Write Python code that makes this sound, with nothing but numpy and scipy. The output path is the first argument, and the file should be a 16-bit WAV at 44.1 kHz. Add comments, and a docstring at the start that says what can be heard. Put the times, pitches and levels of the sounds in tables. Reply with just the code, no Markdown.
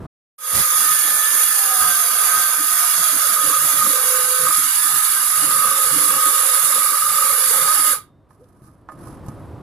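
"""On a tiled roof, close to the microphones and a little to the right: a breath of low rumble, then silence.
A cordless circular saw bites into plywood: a nearly steady, slightly uneven noise rasps, and its guard rings.
Pushed harder, the motor's tones sag and growl, low noise swells and the blade chatters; puffs of air arrive.
The trigger is let go and the blade rings out; the saw is lifted with a small squeak, its guard snaps shut
and it is dragged aside in gritty strokes, knocks and ticks, over a low outdoor rumble of shaped noise."""
import sys
import numpy as np
from scipy import signal
from scipy.fft import rfft, irfft, next_fast_len
from scipy.io import wavfile
from scipy.ndimage import uniform_filter1d, minimum_filter1d, map_coordinates

SR = 44100
rng = np.random.default_rng(int(sys.argv[2]) if len(sys.argv) > 2 else 0)


def master(y):
    """Save y as 16-bit WAV."""
    cut = np.clip(np.atleast_2d(y).T, -1, 1)
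    pcm = np.round(cut * 32767)  # scale
    wavfile.write(sys.argv[1], SR, pcm.astype(np.int16))


N = 424241
STOP_S = 7.931  # the trigger is let go
TOP_HZ = 14690  # nothing is heard above this


def amp(db):
    """Decibels to gain."""
    return 10 ** (np.asarray(db) / 20)


def unit(x):
    """x at rms 1."""
    return x / np.sqrt(np.mean(x ** 2) + 1e-20)


def along(points, hz, axis=1):
    """One column of a table of (Hz, ..) rows, on a log frequency axis."""
    table = np.transpose(points)
    return np.interp(np.log(hz + 1), np.log(table[0] + 1), table[axis])


def curves(rows):
    """One value per sample for each column after the time."""
    s, *cols = np.transpose(rows)
    return [np.interp(np.arange(N) / SR, s, c) for c in cols]


def during(rows):
    """1 while a table lasts, with short soft edges."""
    t = np.arange(N) / SR
    return np.clip(np.minimum(t - rows[0][0], rows[-1][0] - t) / .01 + .5, 0, 1)


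def swell(middle, length, order=2):
    """A smooth bump of height 1; a higher order flattens its top."""
    distance = np.abs(2 * (np.arange(N) / SR - middle) / length)
    return np.exp(-np.minimum(distance, 10) ** order)


def wobble(rate):
    """A smooth random curve, rate knots a second."""
    knots = rng.standard_normal(int(N * rate / SR) + 4)
    return map_coordinates(knots, [np.arange(N) * rate / SR])


def sway(rate):
    """A smooth random curve that stays between -1 and 1."""
    return np.tanh(wobble(rate))


def filtered(x, response):
    """x times a response of frequency."""
    m = next_fast_len(N + SR // 2)
    return irfft(rfft(x, m) * response(np.fft.rfftfreq(m, 1 / SR)), m)[..., :N]


def pair(alike, lead=((1, 0),)):
    """White stereo noise with a given left-right coherence and phase."""
    size = next_fast_len(N)
    hz = np.fft.rfftfreq(size, 1 / SR)
    turn = np.arccos(np.clip(along(alike, hz), -1, 1)) / 2
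    mid, side = rfft(rng.standard_normal((2, size))) * np.array([np.cos(turn), np.sin(turn)])
    shift = np.exp(np.outer([.5j, -.5j], along(lead, hz)))
    return irfft(np.array([mid + side, mid - side]) * shift, size)[:, :N]


def rush(spectrum, likeness):
    """Coloured stereo noise of rms 1."""
    return unit(filtered(pair([(1, likeness)]), lambda hz: amp(along(spectrum, hz))))


def pan(right_db):
    """Gains that lean a source to the right."""
    return amp(np.array([[-right_db], [right_db]]) / 2)


def whine(hz, flutter):
    """A tone whose frequency is slightly unsteady."""
    return np.sqrt(2) * np.sin(2 * np.pi * np.cumsum(hz * (1 + flutter * wobble(90))) / SR)


def resonances(modes, f):
    """Response of a body with (Hz, width, dB) modes of alternating sign."""
    total = 0
    for k, (centre, width, db) in enumerate(modes):
        damping = 1j * f * width
        total = total + (-1) ** k * amp(db) * damping / (centre * centre - f * f + damping)
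    return total


def guard(f):
    """Response of the guard and shoe, confined to the middle of the spectrum."""
    # Each row: resonance in Hz, width in Hz, relative level in dB
    guard_modes = [(1011, 28, -12.5), (1176, 52, -4.5), (1252.2, 24.2, 5), (1540, 110, -10.5),
                   (1714, 70, -15)]
    return resonances(guard_modes, f) / np.sqrt((1 + (900 / (f + 1)) ** 12) * (1 + (f / 2300) ** 8))


def firm(x, share):
    """x with a share of its swelling and fading evened out, as in a steadily driven resonance."""
    strength = np.abs(signal.hilbert(x, next_fast_len(N))[:, :N]).mean(axis=0)
    return unit(x / (strength + .1) ** share)


def patchy(x, depth):
    """x with brief random patches of its spectrum raised and lowered, by (Hz, dB) depth."""
    hz, _, z = signal.stft(x, SR, nperseg=1024)
    field = uniform_filter1d(rng.standard_normal(z.shape[1:]), size=3, axis=0)
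    field = uniform_filter1d(field, size=7, axis=1)
    patches_db = along(depth, hz)[:, None] * np.minimum(unit(field), 1)
    return unit(signal.istft(z * amp(patches_db), SR, nperseg=1024)[1][:, :N])


def outdoors():
    """Low open-air rumble before and after the cut, and puffs of air from the saw on the microphone."""
    # Rumble after the cut. Each row: time in seconds, level in dB before an 11 dB cut
    rumble_level = [(7.9, -57), (7.98, -38), (8.14, -43), (8.87, -39), (9.02, -26), (9.62, -26)]
    # Colour of the rumble. Each row: frequency in Hz, relative density in dB per Hz
    rumble_colour = [(15, -48), (25, -17), (103, -0.5), (228, -11), (305, -6.5), (443, -18.5), (520, -15),
                     (910, -22), (985, -19.5), (1190, -22.5), (2310, -40), (5000, -48), (6700, -53),
                     (8510, -49), (14500, -56)]
    # Puffs. Each row: middle in seconds, length in seconds, level in dB
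    puffs = [(0.578, 0.079, -21.5), (1.843, 0.07, -32), (4.12, 0.61, -45), (4.46, 0.1, -44),
             (7.098, 0.77, -54.5)]
    opening = amp(-33.5) * during([(0,), (0.063,)])  # a first moment of rumble before the silence
    level = amp(curves(rumble_level)[0] - 11) * during(rumble_level) + opening
    puff_gain = sum(amp(db) * swell(s, length) for s, length, db in puffs)
    air = rush([(20, -30.5), (70, -7.5), (200, -15.5), (500, -19.0), (1500, -24.5)], likeness=0.36)
    return level * rush(rumble_colour, likeness=0.91) * pan(.7) + puff_gain * air


def strokes():
    """Gain of the scraping: each stroke of the shoe over gritty wood sets in, holds and dies away."""
    # Each row: start in seconds, length in seconds, level in dB, release in dB per second
    stroke_rows = [(8.284, 0.065, -63.5, 500), (8.37, 0.31, -68, 100), (8.617, 0.048, -62, 145),
                   (8.885, 0.052, -58, 200), (8.976, 0.18, -53, 380), (9.233, 0.062, -57, 56)]
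    attack_s = 0.027
    t = np.arange(N) / SR
    gain = 0
    for s, length, db, release in stroke_rows:
        fade_db = release * np.maximum(t - s - length, 0)
        gain = gain + np.clip((t - s) / attack_s, 0, 1) * amp(db - fade_db)
    return gain


def scraping():
    """Unsteady friction of the shoe makes a gritty hiss and excites the guard's resonances."""
    # Colour of the grit. Each row: frequency in Hz, relative density in dB per Hz
    grit_colour = [(1500, -24.5), (2400, -8), (3200, -26), (3800, -12), (5100, -7), (5800, -7.5),
                   (7000, -10), (8700, -6), (10500, 4), (12500, -8), (14500, -16)]
    gain = strokes() * amp(2.5 * wobble(120) + 3 * sway(900))
    grit = amp(-3.5) * rush(grit_colour, likeness=0.077)
    ringing = amp(-2.5) * unit(filtered(pair([(1, 0.3)]), guard))
    return gain * (grit + ringing) * pan(8.7)


def squeak():
    """Rubbing as the saw lifts makes a small gliding tone."""
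    # Each row: time in seconds, pitch in Hz, level in dB
    squeak_rows = [(8.37, 350, -85), (8.4, 405, -55), (8.425, 494, -47), (8.445, 497, -55),
                   (8.48, 487, -83)]
    hz, db = curves(squeak_rows)
    return amp(db) * whine(hz, 0.02) * during(squeak_rows)


def guard_ring(t):
    """The struck guard rings on decaying modes, and rattles loosely as a burst of band noise."""
    # Each row: frequency in Hz, typical relative level in dB, 60 dB decay time in seconds
    clank_modes = [(550, -22, .2), (633, -18, 0.18), (810, -7, 0.049), (913, -10, 0.04), (1075, 2.5, 0.034),
                   (1234, -4, 0.14), (1440, -11, .03), (1600, -17, .06), (1744, -14, 0.11), (2277, -33, .2)]
    ring = 0
    for hz, db, t60 in clank_modes:
        tone = np.sin(2 * np.pi * (hz * t + rng.random()))
        ring = ring + amp(db + rng.normal(0, 1.8) - 60 * t / t60) * tone
    band = signal.butter(3, [650, 1900], "bandpass", fs=SR)
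    clack = unit(signal.lfilter(*band, rng.standard_normal(len(t))))
    return ring + amp(-17 - 60 * t / 0.066) * clack


def knocks():
    """Each contact of the saw rings the guard, ticks as a noise burst and thuds on the deck."""
    # Each row: time in seconds, guard ring in dB, tick in dB, tick centre in Hz, thud in dB
    contacts = [(8.307, -49, -65, 5000, -58), (8.33, -68, -63, 9000, -73), (8.441, -70, -63, 4300, -70),
                (8.487, -68, -62, 9000, -69), (8.62, -61, -60, 10000, -43), (8.645, -53, -64, 4900, -46),
                (8.683, -53, -66, 10000, -45), (8.888, -29.5, -58.5, 5000, -58),
                (8.897, -35, -61.5, 5000, -62.5), (8.919, -38, -53, 9000, -57),
                (9.071, -39, -46, 9000, -48), (9.263, -60, -47, 11500, -55), (9.284, -41, -41, 6860, -27)]
    thud_modes = [(135, 3.5, 0.11), (203, -1, 0.11), (308, -8, 0.11)]  # Hz, relative dB, t60 s
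    tick_t60_s = 0.037
    out = np.zeros((2, N))
    t = np.arange(SR // 4) / SR
    for s, ring_db, tick_db, tick_hz, thud_db in contacts:
        ring = guard_ring(t) * (1 - np.exp(-t / 0.00049)) * pan(6.6)
        edges = [tick_hz / np.sqrt(2), min(tick_hz * np.sqrt(2), TOP_HZ)]
        band = signal.butter(1, edges, "bandpass", fs=SR)
        noise = unit(signal.lfilter(*band, rng.standard_normal((2, len(t)))))
        tick = amp(-60 * t / tick_t60_s) * noise * pan(4.3)
        thud = sum(amp(db - 60 * t / t60) * np.sin(2 * np.pi * hz * t) for hz, db, t60 in thud_modes)
        blow = amp(ring_db) * ring + amp(tick_db) * tick + amp(thud_db) * thud
        out[:, round(s * SR):][:, :len(t)] += blow
    return out


def handling():
    """The lifted and dragged saw: scrapes, a squeak and knocks."""
    return scraping() + squeak() + knocks()


def ringdown(start):
    """The braked blade rings briefly and unevenly on its own modes."""
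    # Each row: frequency in Hz, level in dB, 60 dB decay time in seconds
    blade_modes = [(1200, -26, 0.23), (2100, -50, 0.25), (2800, -52.5, 0.24), (3660, -65, 0.8),
                   (4210, -60, 0.3), (6900, -64, 0.29)]
    t = np.maximum(np.arange(N) / SR - start, 0)
    ring = sum(amp(db - 60 * t / t60) * whine(np.full(N, hz), 24 / hz) for hz, db, t60 in blade_modes)
    return ring * (1 - np.exp(-t / 0.011)) * pan(3)


def running(fade_db_per_s):
    """Gain of the cut: it rises as the blade bites, holds, and dies when the brake acts."""
    start_s, entry_s = 0.38, .008  # the blade enters the wood, with a short fade-in
    bite_s, rise_db = 0.33, 25.5  # time to bite fully, and the rise in level meanwhile
    t = np.arange(N) / SR
    entering = np.clip(1 - (t - start_s) / bite_s, 0, 1)
    level_db = -rise_db * entering ** 3.3 - fade_db_per_s * np.maximum(t - STOP_S, 0)
    return np.clip((t - start_s) / entry_s, 0, 1) * amp(level_db)


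def pushes():
    """Change in dB of rasp, guard ring, motor tone and deck as the hand leans on the saw or eases off."""
    # Each row: middle in seconds, length in seconds, then dB for rasp, guard ring, motor tone and deck
    push_rows = [(.59, 0.052, 2.5, 0, 8, 13.5), (0.855, 0.2, 0.5, 1.5, -4.5, 7),
                 (1.252, 1, 0, -1.5, 1.5, -1.5), (1.7, 0.5, 0, -2, 7.5, -5), (1.822, 0.14, 1.1, 8, 1, 10.5),
                 (2.15, 0.13, -0.5, -1.5, -7.5, 1.5), (2.315, 0.22, 0, 4, 3, 2),
                 (2.6, 0.2, -2, -2, -11, 3.5), (2.81, 0.14, 0.5, 4, 8, -6.5), (3.017, 0.15, 0, 1, 7, 0.5),
                 (3.392, 0.06, -2, 4.5, -3, 11), (3.86, 0.16, 0.5, -1.5, 5, 10.5),
                 (4.174, 0.45, -1.5, -1, 8, -10.5), (4.457, 0.11, -0.5, -0.5, 6, 10.5),
                 (4.738, 0.12, -0.5, -8, -21.5, -8), (5.05, 0.55, -0.5, -1.5, -17.5, -3),
                 (5.666, 0.43, -1, 2.5, -3, 1), (6, 0.69, 0.5, 0.5, 0, 7.5), (6.48, 0.043, 5, -1, -2, 4.5),
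                 (6.583, 0.12, 2, 2.5, -8, -9), (7.05, 0.16, -1.5, -2.5, -9, -6.5),
                 (7.48, 0.27, 1, -2.5, -2, -1), (7.725, 0.53, 1, 3.5, 1, -0.5),
                 (7.846, 0.15, 2, 0.5, -11.5, 7.5)]
    return sum(np.outer(dbs, swell(s, length)) for s, length, *dbs in push_rows)


def deck(load, push_db):
    """Low noise on the deck's resonances, each with a random, unsteady level."""
    # Each row: resonance in Hz, width in Hz, relative level in dB
    deck_modes = [(64.3, 11, -18.5), (106, 39, -6), (149.7, 29.5, 3.5), (219, 43, -0.5), (296.7, 36, 5),
                  (396.5, 54, -4.5)]
    noise = pair([(1, 0.21)])
    low_noise = 0
    for mode in deck_modes:
        band = filtered(noise, lambda f: resonances([mode], f) / (1 + ((f - mode[0]) / 55) ** 4))
        low_noise = low_noise + amp(10.6 * sway(22)) * band
    level_db = -51.5 + 11.5 * load + push_db + 6 * sway(20)  # louder towards a stall
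    return amp(level_db) * unit(low_noise) * pan(1.7)


def motor_hum(shaft_hz, turns, load, push_db):
    """The geared motor hums on a few shaft orders, throbbing once per blade turn under load."""
    # Each row: multiple of shaft speed, relative level in dB
    shaft_orders = [(1, -5.5), (2, 7.5), (6, 3.5)]
    # How the housing radiates the hum. Each row: frequency in Hz, gain in dB
    hum_colour = [(250, -17), (370, -21), (450, -9.5), (505, -2), (580, -13.5), (640, -12), (745, 5.5),
                  (840, -6), (1000, -13), (1550, 3), (1900, -19.5), (2600, -30.5)]
    throb = 1 + 1.2 * load * np.sin(2 * np.pi * turns + 0.38 * wobble(20))
    orders = sum(amp(db + 5.5 * sway(25)) * whine(k * shaft_hz, flutter=.016) for k, db in shaft_orders)
    radiated = filtered(throb * orders, lambda hz: amp(along(hum_colour, hz)))
    return amp(-61 + 26.5 * load + push_db) * radiated  # louder towards a stall


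def motor_growl(shaft_hz, load):
    """Housing noise gives way under load to a rough tone at twice the shaft speed."""
    # Each row: time in seconds, level in dB about which the growl sways
    growl_level = [(.45, -39.5), (.58, -38.5), (.68, -48), (2.3, -42.5), (2.7, -51), (3.3, -41), (3.5, -37),
                   (3.65, -47.5), (3.95, -38), (4.45, -43.5), (4.6, -57.5), (5, -53.5), (5.3, -51.5),
                   (5.44, -43), (5.7, -39.5), (6.15, -43.5), (6.5, -36), (6.7, -42), (7.03, -49),
                   (7.2, -37), (7.4, -40.5), (7.6, -33.5), (7.72, -44.5), (7.93, -42)]
    housing_colour = [(350, -60.0), (450, 6.5), (530, 13.5), (595, 2.0), (660, -1), (740, -19.0),
                      (900, -12.5), (1300, -24)]  # Hz, relative dB
    housing = rush(housing_colour, likeness=0.17)
    strain = unit(whine(2 * shaft_hz, flutter=.055) * amp(5 * wobble(150)))
    share = np.clip(4.34 * load ** 2, 0, 1)  # power share of the tone
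    growl = np.sqrt(share) * strain + np.sqrt(1 - share) * housing
    return amp(curves(growl_level)[0] + 2 * sway(40)) * growl


def motor(tooth_hz, turns, load, push_db):
    """The motor's hum and growl, both tied to the speed of the blade through the gear."""
    shaft_hz = .231 * tooth_hz
    return (motor_hum(shaft_hz, turns, load, push_db) + motor_growl(shaft_hz, load)) * pan(1.8)


def chatter(teeth, turns):
    """The binding blade slaps the cut's walls twice a turn, each slap a burst of tooth tone on the guard."""
    # Each row: middle in seconds, length in seconds, level in dB, limp (unevenness of the slaps) in dB
    chatters = [(3.54, 0.098, -18, -2), (3.836, 0.12, -27.5, 16), (4.492, 0.055, -28.5, 25.5),
                (5.646, 0.26, -20.5, 5), (6.213, 0.48, -20.5, 2), (6.78, .38, -25, 8),
                (7.147, 0.46, -22.5, 8.5), (7.684, 0.18, -23.5, 11)]
    # How the guard answers the slaps. 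Each row: frequency in Hz, gain in dB
    slap_colour = [(800, -37), (1000, -17.5), (1075, -24), (1140, -9.5), (1195, -5.5), (1245, 4),
                   (1295, -4), (1360, -30), (1700, -26.5)]
    gain = sum(amp(db) * swell(s, length, order=4) for s, length, db, _ in chatters)
    limp_db = sum(limp * swell(s, length, order=4) for s, length, _, limp in chatters)
    twice = np.cos(4 * np.pi * turns)
    limping = np.cos(3 * np.pi * turns)  # one and a half times a turn
    slaps = unit(amp(14 * twice + limp_db * limping + 2 * wobble(70)))
    bursts = filtered(slaps * teeth, lambda hz: amp(along(slap_colour, hz)))
    return gain * bursts * pan(2.9)


def tooth_tone(teeth, tooth_hz, motor_db):
    """The passing teeth sing, louder where blade and guard radiate their pitch well."""
    # Each row: tooth rate in Hz, gain in dB
    sing = [(900, -26.5), (1100, -19), (1150, -16.5), (1255, -7.5), (1340, -16.5), (1530, -18),
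            (1565, -6.5), (1610, -16.5), (1745, -8.5), (1785, -11), (1860, -22)]
    level_db = -24.5 + along(sing, tooth_hz) + 0.2 * motor_db  # a push lifts it less than the motor
    level_db = level_db + 2.5 * sway(5.4) + 1.9 * sway(35)
    return amp(level_db) * teeth * pan(3)


def unevenness(tooth_hz, tooth_db, fast_db, slow_db):
    """Nearly steady strength of the cut, with slight random variation per tooth, fast and slow."""
    tooth = np.cumsum(tooth_hz) / SR
    scatter = map_coordinates(rng.standard_normal(N), [tooth], order=1)
    return unit(amp(tooth_db * scatter + fast_db * wobble(130) + slow_db * wobble(32)))


def rasp(force):
    """Tearing fibres sound through blade and housing, whose colour turns as the saw travels."""
    # Colour of the rasp. Each row: frequency in Hz, left gain in dB, right gain in dB
    rasp_colour = [(427, -35, -41.5), (1230, -18, -5.5), (1870, -13.5, -6), (2407, -14.5, -11.5),
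                   (4235, -28, -20.5), (5750, -23.5, -21.5), (6640, -9.5, -10.5), (8010, -15.5, -15.5),
                   (9800, -4, 1.06), (15600, -9.5, -5), (14740, -14.5, -22)]
    # Resonances of blade and housing. Each row: centre in Hz, width in Hz,
    # left and right lift in dB at the start, left and right lift in dB at the end
    housing_lifts = [(2323, 230, -1.5, 4, -6, 7.5), (2807, 450, 5, -6, 7, -13), (2870, 48, 4, 14, -5.5, 24),
                     (3367, 160, 12.5, 11.5, 3.5, 11), (3773, 270, 15.5, 8.5, 14.5, 12.5),
                     (4460, 327, 3.5, 8.5, 14.5, 8.5), (5222, 823, 6, 15, 0, 14.5),
                     (6456, 225, 0, 14.5, 0, 7.5), (7024, 140, 7.5, 9, -5.5, 12.5),
                     (7666, 396, -8.5, 9.5, 9.5, 13.5), (8484, 190, 12, -17.5, 0.5, 15),
                     (9090, 220, -5.5, 12, 13.5, -18), (10035, 586, 5.5, 4.5, -4.5, 8),
                     (10606, 73, -2.5, 7, 9, 8.5), (11200, 550, -2, 5, 7.5, 4),
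                     (12900, 540, 8.5, 2.5, -18, 2)]
    # Likeness of left and right. Each row: frequency in Hz, coherence
    rasp_likeness = [(60, 0.1), (99, 0.14), (160, 0.2), (270, 0.086), (450, 0.52), (740, -0.053),
                     (1220, 0.92), (2010, 0.1), (3330, 0.59), (5500, -0.042), (9080, 0.42), (15000, -0.44)]
    # Phase between the two microphone ports. Each row: frequency in Hz, radians by which left leads
    port_lead = [(0, 4.6), (1720, 0.1), (2240, 2.2), (2930, 6.83), (7490, 9), (8530, 13), (8960, 15),
                 (9650, 15.5), (10500, 19.4), (10900, 17), (11600, 26), (12100, 15), (13400, 15),
                 (15400, 23)]

    def colour(hz, stage):
        """Left and right response at the start (0) or end (1) of the travel."""
        lift = 0
        for centre, width, *dbs in housing_lifts:
            bump = np.exp(-((hz - centre) / width) ** 2)
            lift = lift + np.outer(np.reshape(dbs, (2, 2))[stage], bump)
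        both = [along(rasp_colour, hz, axis=1), along(rasp_colour, hz, axis=2)]
        return amp(lift + both) * hz ** 6 / (hz ** 6 + 480 ** 6)

    tearing = force * pair(rasp_likeness, port_lead)
    start, end = [unit(filtered(tearing, lambda hz: colour(hz, stage))) for stage in range(2)]
    travel, = curves([(1.8, 0.061), (5.6, 0.84)])
    return start * (1 - travel) + end * travel


def saw():
    """Teeth rasp through the wood, ring the guard and sing at the rate at which they pass."""
    # Blade speed, sagging under load. Each row: time in seconds, teeth per second before a slight wobble
    blade_speed = [(.65,1970),(.85,1780),(.97,1738),(1.5,1765),(2.02,1520),(2.4,1568),(3.3,1420),(3.5,1120),(3.7,1335),(4,1100),(4.44,1095),(4.8,1710),(4.92,1770),(5.33,1450),(5.47,1180),
                   (5.72,1153),(5.9,1125),(6.35,1150),(6.48,1105),(6.62,1162),(6.9,1160),(7.08,1208),(7.33,1165),(7.5,1105),(7.62,1135),(7.71,1258),(7.93,1225),(8.07,420)]
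    # Depth of random patches in the noise spectrum. Each row: frequency in Hz, depth in dB
    patch_depth = [(300, 17.5), (800, 15), (1200, 0), (3000, 4.5), (6000, 2.5), (10000, 2), (14000, 4)]
    free_hz = 1950  # teeth per second with no load
    body_hz = 4700  # below this the housing rings on after the teeth have stopped
    tooth_hz = curves(blade_speed)[0] * (1 + 0.002 * wobble(7))
    load = np.clip(1 - tooth_hz / free_hz, 0, 1)
    turns = np.cumsum(tooth_hz) / SR / 24  # 24 teeth on the blade
    rasp_db, ring_db, motor_db, deck_db = pushes()

    force = unevenness(tooth_hz, tooth_db=0.1, fast_db=0.52, slow_db=0.44)
    hiss = amp(-15 + rasp_db + 0.49 * wobble(13)) * patchy(rasp(force), patch_depth)
    body = filtered(hiss, lambda hz: 1 / (1 + (hz / body_hz) ** 6))
    ringing = firm(filtered(pair([(1, 0.89)]), guard), share=.55)
    ring = amp(-27.5 + ring_db + wobble(15)) * ringing * pan(3.3)
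    teeth = whine(tooth_hz, flutter=.0035)
    tone = tooth_tone(teeth, tooth_hz, motor_db)
    drive = motor(tooth_hz, turns, load, motor_db) + deck(load, deck_db)
    braked = hiss - body + tone + chatter(teeth, turns) + drive
    return braked * running(fade_db_per_s=370.5) + (ring + body) * running(fade_db_per_s=277.5)


def scene():
    """Open air, handling, the blade's ringdown and the saw."""
    return outdoors() + handling() + ringdown(start=STOP_S) + saw()


def record(dry):
    """A limiter at the microphones holds down the highest peaks; nothing above the band limit is kept."""
    ceiling, reaction_s = 0.86, 0.02
    size = max(int(reaction_s * SR), 1)
    needed = ceiling / np.maximum(np.abs(dry).max(axis=0), ceiling)
    gain = uniform_filter1d(minimum_filter1d(needed, size), size)
    return filtered(dry * gain, lambda hz: np.clip((TOP_HZ - hz) / 150, 0, 1))


dry = scene()
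out = record(dry)
master(out)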